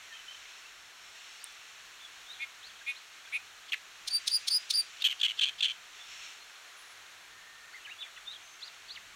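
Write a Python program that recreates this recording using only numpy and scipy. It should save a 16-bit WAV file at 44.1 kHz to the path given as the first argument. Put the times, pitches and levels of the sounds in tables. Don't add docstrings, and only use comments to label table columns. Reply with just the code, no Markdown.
import sys
import numpy as np
from scipy import signal
from scipy.fft import rfft, irfft, next_fast_len
from scipy.io import wavfile
from scipy.ndimage import uniform_filter1d

SR = 44100
rng = np.random.default_rng(int(sys.argv[2]) if len(sys.argv) > 2 else 0)


def volts_from_db(level):
    exponent = np.asarray(level, float) / 20
    return 10 ** exponent


def digitize_waveform(pressure):
    field = np.atleast_2d(pressure).T
    bounded = np.clip(field, -1, 1)
    quanta = np.round(bounded * 32767).astype(np.int16)
    wavfile.write(sys.argv[1], SR, quanta)


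N = 403515
T = np.arange(N) / SR
FAST = next_fast_len(N)
HZ = np.fft.rfftfreq(FAST, 1 / SR) + 1


def on_log(points, hz):
    p = np.array(points, float)
    return np.interp(np.log(hz + 1), np.log(p[:, 0]), p[:, 1])


def colour(x, points):
    return irfft(rfft(x, FAST) * volts_from_db(on_log(points, HZ)), FAST)[:N]


def noise(points):
    x = colour(rng.standard_normal(N), points)
    return x / x.std()


def ring(x, modes):
    response = sum(volts_from_db(db) / (1 + 1j * (HZ ** 2 - f ** 2) / (HZ * w)) ** 2 for f, w, db in modes)
    return irfft(rfft(x, FAST) * response, FAST)[:N]


def walk(rate_hz):
    k = int(SR / rate_hz)
    steps = np.repeat(rng.standard_normal(N // k + 1), k)
    return 1.3 * uniform_filter1d(uniform_filter1d(steps, k), k)[:N]


def curve(points):
    return np.interp(T, *np.transpose(points))


def play(tables, edge_ms=2.5):
    gate = np.clip(sum((T >= t[0][0]) & (T < t[-1][0]) for t in tables), 0, 1)
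    s, *columns = np.transpose(sorted(row for t in tables for row in t))
    gate = uniform_filter1d(1. * gate, int(edge_ms * SR / 1000) + 1)
    return gate, [np.interp(T, s, c) for c in columns]


def spin(hz):
    return np.exp(2j * np.pi * np.cumsum(hz) / SR)


def pulses(hz, scatter_db):
    cycle = np.floor(np.cumsum(hz * (1 + .08 * walk(900))) / SR)
    return np.diff(cycle, prepend=0) * volts_from_db(scatter_db * rng.standard_normal(N)) * np.sqrt(SR / hz)


def stretch(start_s, length_s, shape):
    share, *columns = np.transpose(shape)
    return start_s + length_s * share, share, columns


REEDS_DB = -53
# [f/Hz, level/dB per Hz]
REEDS = [(150, -52), (250, -20.5), (421, -12), (575, -12.5), (684, -7), (903, -7.5), (1280, -1.5),
         (1630, -1), (2990, -4.5), (4300, -6), (4940, -13.5), (6520, -8.5), (8760, -18), (10600, -20),
         (15800, -26.5)]
# [t/s, level/dB]
GUSTS = [(0, -55), (.5, -54), (.9, -60), (1.3, -52), (1.6, -55.5), (2.5, -57), (3.9, -58.5), (4.3, -50),
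         (5, -53), (5.85, -58), (6.05, -54), (6.13, -47.5), (6.25, -47.5), (6.4, -56), (6.6, -61.5),
         (7.5, -66), (8.5, -57.5), (9.15, -59)]
# [f/Hz, level/dB per Hz]
RUSTLE = [(900, -28.5), (1400, -10), (2200, -4.5), (2650, -0.5), (3200, -3.5), (4300, -6.5), (4800, -18),
          (5500, -6.5), (7500, -12.5), (9800, -31.5), (13000, -34)]
# [t/s, level/dB]
INSECTS = [(0, -77), (.3, -70), (1.4, -64.5), (1.7, -76), (5.94, -82), (6.02, -63), (6.2, -58), (6.3, -62),
           (6.38, -72), (9.15, -89)]
# [t/s, level/dB]
BUFFETS = [(0, -79.5), (1.2, -84), (4, -83), (4.7, -80.5), (6.5, -84), (8, -82.5), (9.15, -80)]
# [f/Hz, level/dB per Hz]
RUMBLE = [(15, -30), (25, -2.5), (43, 4.5), (64, -11.5), (97, 3), (135, -11.5), (171, -2.5), (249, -11.5),
          (300, -7.5), (390, -6.5), (660, -120)]


def wind():
    steady = volts_from_db(REEDS_DB - 0.5 + .5 * walk(2.95)) * noise(REEDS)
    gusts = volts_from_db(curve(GUSTS) + walk(25)) * noise(RUSTLE)
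    insect_band = noise([(4900, -60), (5280, -4), (5450, 0), (5700, -16), (6300, -60)])
    insects = volts_from_db(curve(INSECTS) + 1.5 * walk(30)) * insect_band
    rumble = volts_from_db(curve(BUFFETS) + 4.0 + 2.0 * walk(5)) * noise(RUMBLE)
    return steady + gusts + insects + rumble


def glide(start_s, length_s, first_hz, last_hz, peak_db):
    s, share, (under_db,) = stretch(start_s, length_s, [(0, -2), (0.58, 0), (1, -1.5)])
    return list(zip(s, first_hz + (last_hz - first_hz) * share, peak_db + under_db))


# [start/s, length/s, first f/Hz, last f/Hz, peak level/dB]
NOTES = [(0.079, 0.066, 1980, 1710, -53.5), (0.124, 0.051, 3120, 3030, -49.5), (.14, .03, 2450, 2450, -54),
         (0.191, .016, 3060, 3050, -51), (0.279, 0.048, 3000, 3120, -47.5), (0.343, 0.015, 3090, 3100, -49),
         (0.451, 0.0097, 2250, 1910, -47.5), (0.634, 0.036, 2700, 2700, -55), (1.462, .04, 3400, 3500, -56),
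         (1.395, .05, 4400, 5000, -61), (2.692, 0.013, 3890, 2900, -50), (2.752, 0.013, 3390, 3150, -53),
         (2.786, .014, 4200, 3500, -54), (3.248, .02, 3720, 3100, -54), (8.605, .02, 4000, 5600, -58),
         (2.811, 0.014, 1700, 1505, -50), (3.271, 0.013, 1700, 1540, -50), (5.995, 0.073, 3470, 3520, -53),
         (6.4, 0.036, 4200, 4200, -57.5), (7.3, 0.4, 1826, 1830, -62), (7.72, .035, 4360, 4550, -60),
         (7.8, 0.043, 2740, 2570, -57), (7.88, 0.046, 3700, 3890, -62), (8.161, 0.013, 3150, 2430, -49),
         (8.173, .01, 2150, 1750, -49), (8.178, .015, 1500, 1450, -53), (8.165, 0.023, 3500, 3500, -57),
         (8.428, 0.14, 6250, 6270, -62), (8.88, .014, 4200, 4700, -51)]
# [t/ms, f/Hz, level/dB]
ARCH = [(0, 3320, -12), (20, 3480, -2), (45, 3540, 0), (72, 3380, -2), (80, 3200, -12)]
HOOK = [(0, 3300, -11), (30.1, 3650, -0.5), (60.9, 3800, -2), (76, 4130, -2), (88.8, 3200, -2.5),
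        (93.7, 3900, -12), (110, 3350, -6), (122, 3200, -2)]
SPIKE = [(0, 3150, -5.5), (20, 4200, 4), (38.2, 4700, -7), (53, 5080, -11), (63, 4400, -2.5), (71, 3150, 0),
         (79, 2600, -5), (89.6, 1770, 4)]
CARET = [(10.05, 1400, -3), (25, 2030, 0), (38, 2160, 4.5), (52, 1920, -6), (70, 1760, -7)]
VEE = [(0, 2700, -1), (11.1, 3130, 1), (32, 1600, -2), (44.1, 1700, 0), (62.4, 2600, -9), (74, 2850, 0.5),
       (87.5, 2940, -8)]
OVER = [(0, 10500, 5), (40, 10800, 2), (80, 11300, -7), (125, 10800, 0), (165, 10500, -3)]
UNDER = [(0, 10500, -3), (45, 10200, 0), (85, 10450, -2)]
DIVE = [(0, 3750, -4), (15, 3950, -2), (22, 3600, 8), (33.3, 2400, -2.5), (50, 2480, -13), (60, 2300, 0),
        (72.7, 1530, -3)]
RISE = [(0, 2950, -3), (20.1, 4000, 3.5), (42, 4650, -6), (60, 5000, -14)]
# [t/s, level/dB, phrase]
FAR_SONG = [(1.99, -51, ARCH), (7.98, -45, ARCH), (2.26, -47.5, HOOK), (8.25, -43.5, HOOK),
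            (2.625, -52, RISE), (2.945, -56.5, RISE), (2.645, -54, RISE[1:3]), (8.615, -44, SPIKE[:6]),
            (8.89, -45.5, SPIKE), (7.72, -46.5, CARET), (7.845, -45.5, VEE), (8.0, -48, DIVE),
            (6.77, -68, OVER), (6.805, -72, UNDER)]


def far_birds():
    out, wobble_hz = np.zeros(N), 45 * walk(300)
    notes = [glide(*row) for row in NOTES]
    for start_s, top_db, phrase in FAR_SONG:
        notes.append([(start_s + ms / 1000, hz, top_db + db) for ms, hz, db in phrase])
    for note in notes:
        s, hz, db = np.transpose(note)
        i = np.arange(int(s[0] * SR), int(s[-1] * SR))
        fade = np.minimum(1, np.minimum(i - i[0], i[-1] - i) / 180)
        tone = spin(np.interp(T[i], s, hz) + wobble_hz[i]).imag
        out[i] += fade * volts_from_db(np.interp(T[i], s, db)) * tone
    out = out + volts_from_db(-9.0) * np.roll(out, int(.005 * SR))
    return 1.33 * out * volts_from_db(2.3 * walk(150))


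# [t/s, peak level/dB]
SNAPS = [
    (1.0994, -55),
    (1.442, -29),
    (1.524, -52),
]


def stems():
    hits = np.zeros(N)
    for s, db in SNAPS:
        hits[int(s * SR)] = volts_from_db(db + 24.0)
    return ring(hits, [(9100, 1200, 3.0), (11500, 2100, -12), (14500, 2500, -15)])


# [t/s, pulse f/Hz, level/dB, throat f/Hz]
CHIRRS = [
    [(2.396, 262, -49, 2280), (2.404, 267, -42, 2290), (2.414, 266.4, -39, 2310), (2.428, 277, -34.5, 2320),
     (2.444, 269, -39.5, 2270), (2.451, 264, -48, 2300)],
    [(2.863, 263, -47, 2300), (2.879, 272.7, -34.5, 2350), (2.899, 280, -32, 2420), (2.917, 273, -38, 2410),
     (2.926, 272, -48, 2390)],
    [(3.322, 247, -45, 2195), (3.334, 258, -36, 2300), (3.35, 278.3, -31.5, 2410),
     (3.366, 276.6, -32, 2440), (3.376, 263.4, -40, 2440), (3.380, 262, -47, 2450)],
]
# [multiple of throat f, width/Hz, level/dB]
CHIRR_THROAT = [(1., 420, 7), (1.52, 420, -6), (1.76, 360, -20), (2.05, 400, -26)]


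def chirrs():
    gate, curves = play(CHIRRS)
    on, voice = gate > 0, np.zeros(N)
    hz, db, throat_hz = (c[on] for c in curves)
    since_s = np.interp(T, *[[row[0] for rows in CHIRRS for row in rows]] * 2)[on] - CHIRRS[0][0][0]
    hiss_db, upper_db = -32 + 10 * since_s, -5.5 * since_s
    turn = 2 * np.pi * np.cumsum(hz * (1 + 0.0092 * walk(200)[on])) / SR
    tone, power = 0, 0
    for k in range(20):
        gain = 0
        for multiple, width_hz, mode_db in CHIRR_THROAT:
            off = 2 * (k * hz - multiple * throat_hz) / width_hz
            gain = gain + volts_from_db(mode_db + (multiple > 1.2) * upper_db) / (1 + off ** 2) ** 1.5
        tone = tone + gain * np.cos(k * turn + .5 * k * k)
        power = power + gain ** 2 / 2
    air = volts_from_db(-13) * noise([(1900, -30), (2200, 5), (2800, -2), (4300, -10), (4800, -30)])
    hiss = noise([(8000, -17), (9300, -8), (9900, -3), (10500, -11), (11000, -8), (12000, -30)])
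    voice[on] = volts_from_db(db) * (tone / np.sqrt(power) + air[on] + volts_from_db(hiss_db) * hiss[on])
    return gate * voice


# [start/s, end/s, level/dB]
BUZZES = [
    (3.678, 3.702, -40),
    (5, 5.03, -32.5),
    (5.191, 5.208, -32.5),
    (5.369, 5.389, -35),
    (5.582, 5.602, -33.5),
]


def buzzes():
    gate, (db,) = play([[(a, d - 10), (a / 2 + b / 2, d - 1.5), (b, d)] for a, b, d in BUZZES])
    source = pulses(370 * (1 + .15 * walk(200)), scatter_db=1.5) + .25 * rng.standard_normal(N)
    buzz = ring(source, [(3350, 980, 4), (4200, 800, -4), (6500, 2000, -25)])
    return gate * volts_from_db(db - 7.5) * buzz / buzz.std()


# [t/s, peak level/dB, ring f/Hz]
CLACKS = [(3.7217, -26, 2900), (3.7245, -24, 3300), (3.7265, -27, 3430), (3.7301, -38, 3180),
          (3.7324, -22, 2750), (3.7341, -23, 2600), (3.7366, -26, 2460), (3.7397, -24, 2470),
          (3.7416, -30, 2500), (3.7438, -26, 2170), (3.7461, -32, 2103), (5.0221, -24, 3520),
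          (5.0242, -23, 3740.0), (5.0268, -32.5, 3660.0), (5.2145, -22, 3400), (5.2166, -20, 3450),
          (5.2186, -26, 3280.0), (5.392, -25.1, 3490), (5.3957, -19, 3156), (5.3976, -26, 3165),
          (5.6076, -23.5, 3310), (5.6093, -24, 3550), (5.6114, -25.4, 3650.0)]
# [t/s, peak level/dB, ring f/Hz]
BODIES = [(5.0424, -21.8, 3200), (5.0444, -18, 3140.0), (5.0464, -19, 3190), (5.0478, -22.9, 3130),
          (5.0505, -16.4, 3130.0), (5.0529, -17, 3220), (5.0563, -18, 3170), (5.059, -18.6, 3270),
          (5.0611, -18, 2970), (5.063, -19, 2930.0), (5.067, -18, 3160.0), (5.0704, -19.3, 2980),
          (5.0733, -18, 3280), (5.0758, -29, 3050.0), (5.2329, -18.8, 3140.0), (5.236, -17.5, 3315),
          (5.2406, -18, 3230.0), (5.2435, -24, 3230), (5.2466, -20.4, 3195), (5.2479, -20.0, 3150),
          (5.2512, -18, 3080), (5.254, -20, 3070.0), (5.2571, -22, 3095), (5.2592, -19.5, 3100.0),
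          (5.2628, -19, 3090), (5.2654, -21.5, 2750), (5.2683, -35, 2980.0), (5.4119, -21.3, 3390),
          (5.4139, -22, 3270), (5.4162, -17, 3370.0), (5.4188, -23, 2810), (5.4212, -18.9, 3275),
          (5.4239, -20, 3210), (5.428, -20, 3360.0), (5.4302, -23.2, 3000), (5.4332, -19, 2900),
          (5.4356, -19.9, 3160), (5.437, -19.1, 3260), (5.4409, -16.5, 2990.0), (5.4434, -21, 3190),
          (5.4453, -20, 3116), (5.448, -28, 3220), (5.4505, -33, 2950), (5.6262, -22, 3270),
          (5.63, -17.5, 3190), (5.6349, -15.8, 3270), (5.637, -22, 3280.0), (5.6413, -21, 3270),
          (5.6453, -16, 3064), (5.6487, -22, 3260.0), (5.6506, -24, 3420), (5.6533, -17.5, 3000.0),
          (5.6576, -20, 3230), (5.6601, -20.7, 3040), (5.6635, -29.7, 3020.0), (5.6664, -28.4, 3230)]
# [t/s, peak level/dB, ring f/Hz]
STUTTERS = [(5.087, -25, 3020), (5.089, -35, 3140), (5.0985, -28, 3230), (5.1, -32, 3040),
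            (5.1055, -26, 3130), (5.1085, -35.0, 2900), (5.1118, -24.3, 3180), (5.114, -24.5, 3170),
            (5.1165, -33.2, 3100), (5.1196, -28, 2770), (5.1227, -31.4, 2980), (5.1258, -28, 3130),
            (5.1277, -26.5, 2790), (5.1307, -36, 2670), (5.274, -38, 2850), (5.2777, -36, 3000),
            (5.2791, -39, 2914), (5.284, -25.5, 3250), (5.289, -32, 3140), (5.292, -28, 3270),
            (5.2938, -33.8, 3180), (5.2984, -27, 3020), (5.3007, -26, 3060), (5.3086, -29, 3000),
            (5.3103, -28, 2780), (5.318, -27.2, 2920), (5.4569, -25, 3250), (5.4646, -27, 3220),
            (5.471, -26, 3270), (5.4775, -26.5, 3170), (5.4816, -30.7, 3350), (5.4871, -23, 3270),
            (5.4937, -25, 3290), (5.4966, -30, 3120), (5.4986, -35, 3160), (5.6727, -31, 3100),
            (5.675, -34, 3276), (5.6839, -26.5, 3290), (5.6873, -33.0, 3080), (5.69, -32, 3180),
            (5.6921, -29, 3020), (5.6995, -26, 3250), (5.7015, -32, 3000), (5.7035, -33.1, 3080),
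            (5.7083, -27, 3200), (5.711, -29, 2970), (5.7146, -33, 3120), (5.7174, -28.7, 3270),
            (5.7198, -35, 3120)]
# [t/s, level/dB]
BEAK_HISS = [
    (3.722, -30),
    (5.0214, -27.5),
    (5.214, -35),
    (5.392, -40),
    (5.6063, -42),
]
# [f/Hz, level/dB per Hz]
RASP_AIR = [(1100, -57), (1650, -2.5), (1950, -17), (2450, -3.5), (3200, 3.5), (4400, -1.5), (5000, -16.5),
            (6500, -11.5), (8300, -32), (9800, -46)]


def rasps():
    s, db, hz = np.transpose(sorted(map(tuple, [*CLACKS, *BODIES, *STUTTERS])))
    gap_s = np.diff(s, prepend=0)
    before = np.sqrt(np.clip(gap_s / 0.0029, .3, 1.7))
    after = np.sqrt(np.clip(np.diff(s, append=99) / 0.0029, .3, 1.7))
    rise_s, fall_s = 0.001 * before, 0.0015 * after
    way = np.cumsum(gap_s > .0027) % 2
    swing = np.zeros((2, N))
    for k in range(len(s)):
        i = int(s[k] * SR) + np.arange(-300, 300)
        t = T[i] - s[k]
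        shape = volts_from_db(db[k]) * np.exp(-abs(t / np.where(t > 0, fall_s[k], rise_s[k])) ** 2.6)
        swing[way[k], i] = np.maximum(swing[way[k], i], shape)
    puff, ring_hz = swing.max(axis=0), np.interp(T, s, hz)

    turn = spin(ring_hz + 70 * walk(1200))
    weak = np.interp(T, s, db) < -23
    low = volts_from_db(-15.5 + 2.0 * walk(150) + 6.4 * weak) * spin(.79 * ring_hz + 120 * walk(500))
    octave = volts_from_db(-25) * turn ** 2
    tone = ((swing[0] - swing[1]) * (turn + low) + puff * octave).real

    beak = np.array(BEAK_HISS)
    opens_s, hiss_db = beak[np.maximum(np.searchsorted(beak[:, 0], T + .005) - 1, 0)].T
    closing_db = 8 * np.clip(T - opens_s, 0, .2)
    beak_noise = noise([(10000, -11), (11200, -5), (12500, 0), (13800, -6), (15200, -20)])
    mouth_noise = noise([(4800, -16), (6300, -1), (8600, 0.5), (9800, -12), (11000, -30)])
    hiss = volts_from_db(hiss_db - closing_db) * beak_noise + volts_from_db(-28) * mouth_noise
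    return volts_from_db(-1.5) * tone + puff * (volts_from_db(-13.0) * noise(RASP_AIR) + hiss)


# [t/s, peak level/dB]
TICKS = [
    (4.0792, -21),
    (4.2772, -15.5),
    (4.4813, -16.5),
    (4.7067, -15.5),
]
# [t from onset/ms, pulse f/Hz, level/dB]
TICK = [(-15.5, 300, -30), (-2, 360, -9.5), (0, 1400, -3), (3, 1100, -1), (7, 1100, -5), (11, 760, -20),
        (19.5, 650, -20.5), (32.5, 790, -20), (40, 890, -38)]
# [f/Hz, width/Hz, level/dB]
TICK_THROAT = [(3370, 810, -14), (4110, 1600, 5.5), (5000, 940, -3.5), (6250, 340, -0.5),
               (9150, 1500, -4.5), (12500, 2200, -18), (15300, 900, -29)]


def ticks():
    tables = [[(s + ms / 1000, f, d + top_db) for ms, f, d in TICK] for s, top_db in TICKS]
    gate, (hz, db) = play(tables, edge_ms=1.2)
    crack = ring(pulses(hz, scatter_db=2.0) + 0.19 * rng.standard_normal(N), TICK_THROAT)
    return gate * volts_from_db(db - 7.0) * crack / crack[gate > .5].std()


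# [share of length, lower side/partings, lower level/dB, upper side/partings, upper level/dB]
PARTING = [(0, -.1, -16, .15, -19), (.25, -0.099, -4, 0.149, -8), (.52, -0.523, -2, 0.486, -5),
           (.88, -.15, 0, .3, -2), (1, -.2, -1, .25, 2)]


def parted(start_s, length_s, hz, apart_hz, db):
    s, _, (low, low_db, high, high_db) = stretch(start_s, length_s, PARTING)
    narrow_db = 20 * np.log10(min(apart_hz / 400, 1))
    return list(zip(s, hz + apart_hz * low, db + low_db, hz + apart_hz * high, db + high_db + narrow_db))


# [start/s, length/s, middle f/Hz, widest parting/Hz, level/dB]
SPLIT = [
    (4.103, 0.033, 4590, 70, -35.5),
    (4.309, 0.0227, 4750, 368.4, -32),
    (4.501, .04, 4760, 482.6, -29),
    (4.733, .029, 4770, 450, -30),
]
# [t/s, f/Hz, level/dB, flutter depth/0-1]
LEAD = [
    [(4.134, 4640, -33, .05), (4.15, 4680, -27.5, .06), (4.162, 4646, -28, .3), (4.17, 4690, -28, 0.26),
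     (4.178, 4650, -40, .3), (4.186, 4660, -38, .2)],
    [(4.333, 4730, -32, .2), (4.343, 4810, -24.5, 0.4), (4.359, 4850, -25.5, 0.4), (4.369, 4770, -30, .2),
     (4.372, 4770, -35, .1), (4.379, 4780, -42, .1)],
    [(4.54, 4926, -29, .15), (4.548, 4890, -26, 0.2), (4.572, 4940, -26, 0.2), (4.574, 4930, -30, .15),
     (4.579, 4900, -39, .2), (4.582, 4830, -34, .2), (4.585, 4860, -44, .2)],
    [(4.762, 4920, -30, .15), (4.772, 4840, -30, .15), (4.777, 4715, -28.5, .1), (4.794, 4764, -25, .15),
     (4.808, 4630, -30, .15), (4.812, 4620, -30, .1), (4.818, 4600, -41, .1)],
]
SLIPS = [4.124, 4.128, 4.3453, 4.3528, 4.3607, 4.5396, 4.555, 4.7741]


def whistles():
    gate, (hz, db, depth) = play(LEAD, edge_ms=1.0)
    flutter = np.clip(depth * (1 + 0.3 * walk(80)), 0, 1) * spin(148 * (1 + 0.198 * walk(60)))
    dips_hz = 260 * (flutter.imag + 0.51 * (flutter ** 2).real)
    level = volts_from_db(db + 0.49 * walk(300)) * (1 + 0.6 * flutter.real)
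    locked = gate * level * spin(hz + dips_hz + 35 * walk(500))

    gate, (low_hz, low_db, high_hz, high_db) = play([parted(*row) for row in SPLIT], edge_ms=1.2)
    lower = volts_from_db(low_db) * spin(low_hz + 80 * walk(500))
    upper = volts_from_db(high_db) * spin(high_hz + 90 * walk(500))
    z = np.sqrt(2) * (locked + gate * (lower + upper))

    breath = volts_from_db(-19) * noise([(30, -5), (500, 1), (1500, -14), (3000, -25)])
    z = z * (1 + breath)
    for s in SLIPS:
        z = z * np.clip((T - s) / 0.00063, -1, 1)
    z = 1.17 * z / np.sqrt(1 + abs(z / volts_from_db(-20)) ** 2)
    bend = z / np.sqrt(abs(z) + 1e-4)
    second = volts_from_db(1) * z * bend * volts_from_db(2.5 * walk(500))
    third = volts_from_db(-1 + 4.0 * walk(400)) * z * bend ** 2
    return (z - second + third).real


def scene():
    far = far_birds()
    near = stems() + chirrs() + buzzes() + rasps() + ticks() + whistles()
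    near = colour(near, [(500, -50), (1200, 0.5)])
    t = T[:SR // 3]
    tails = signal.lfilter([.64], [1, -.41], rng.standard_normal((2, len(t))))
    tails = tails * volts_from_db(-60 * t / 0.22) * (t > .004)
    back, aside = (signal.oaconvolve(near + volts_from_db(5.5) * far, tail)[:N] for tail in tails)
    mid = near + far + volts_from_db(-42.5) * back + wind()
    side = volts_from_db(-28.5) * np.gradient(near) + volts_from_db(-76.5) * aside
    side = side + volts_from_db(REEDS_DB - 30.5) * noise(REEDS) + volts_from_db(-113) * noise(RUMBLE)
    return np.array([mid + side, mid - side])


# [f/Hz, left minus right/dB]
BALANCE_DB = [(100, .1), (200, .3), (380, 1.), (700, 1.1), (2400, .15)]


def capsules(dry):
    return [colour(x, [(hz, sign * db / 2) for hz, db in BALANCE_DB]) for x, sign in zip(dry, (1, -1))]


def low_pass(x):
    return signal.sosfilt(signal.butter(12, 16120, fs=SR, output="sos"), x)


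def record(dry):
    top_cut = signal.ellip(10, .1, 80, 15850, fs=SR, output="sos")
    return low_pass(signal.sosfilt(top_cut, capsules(dry)))


dry = scene()
out = record(dry)
digitize_waveform(out)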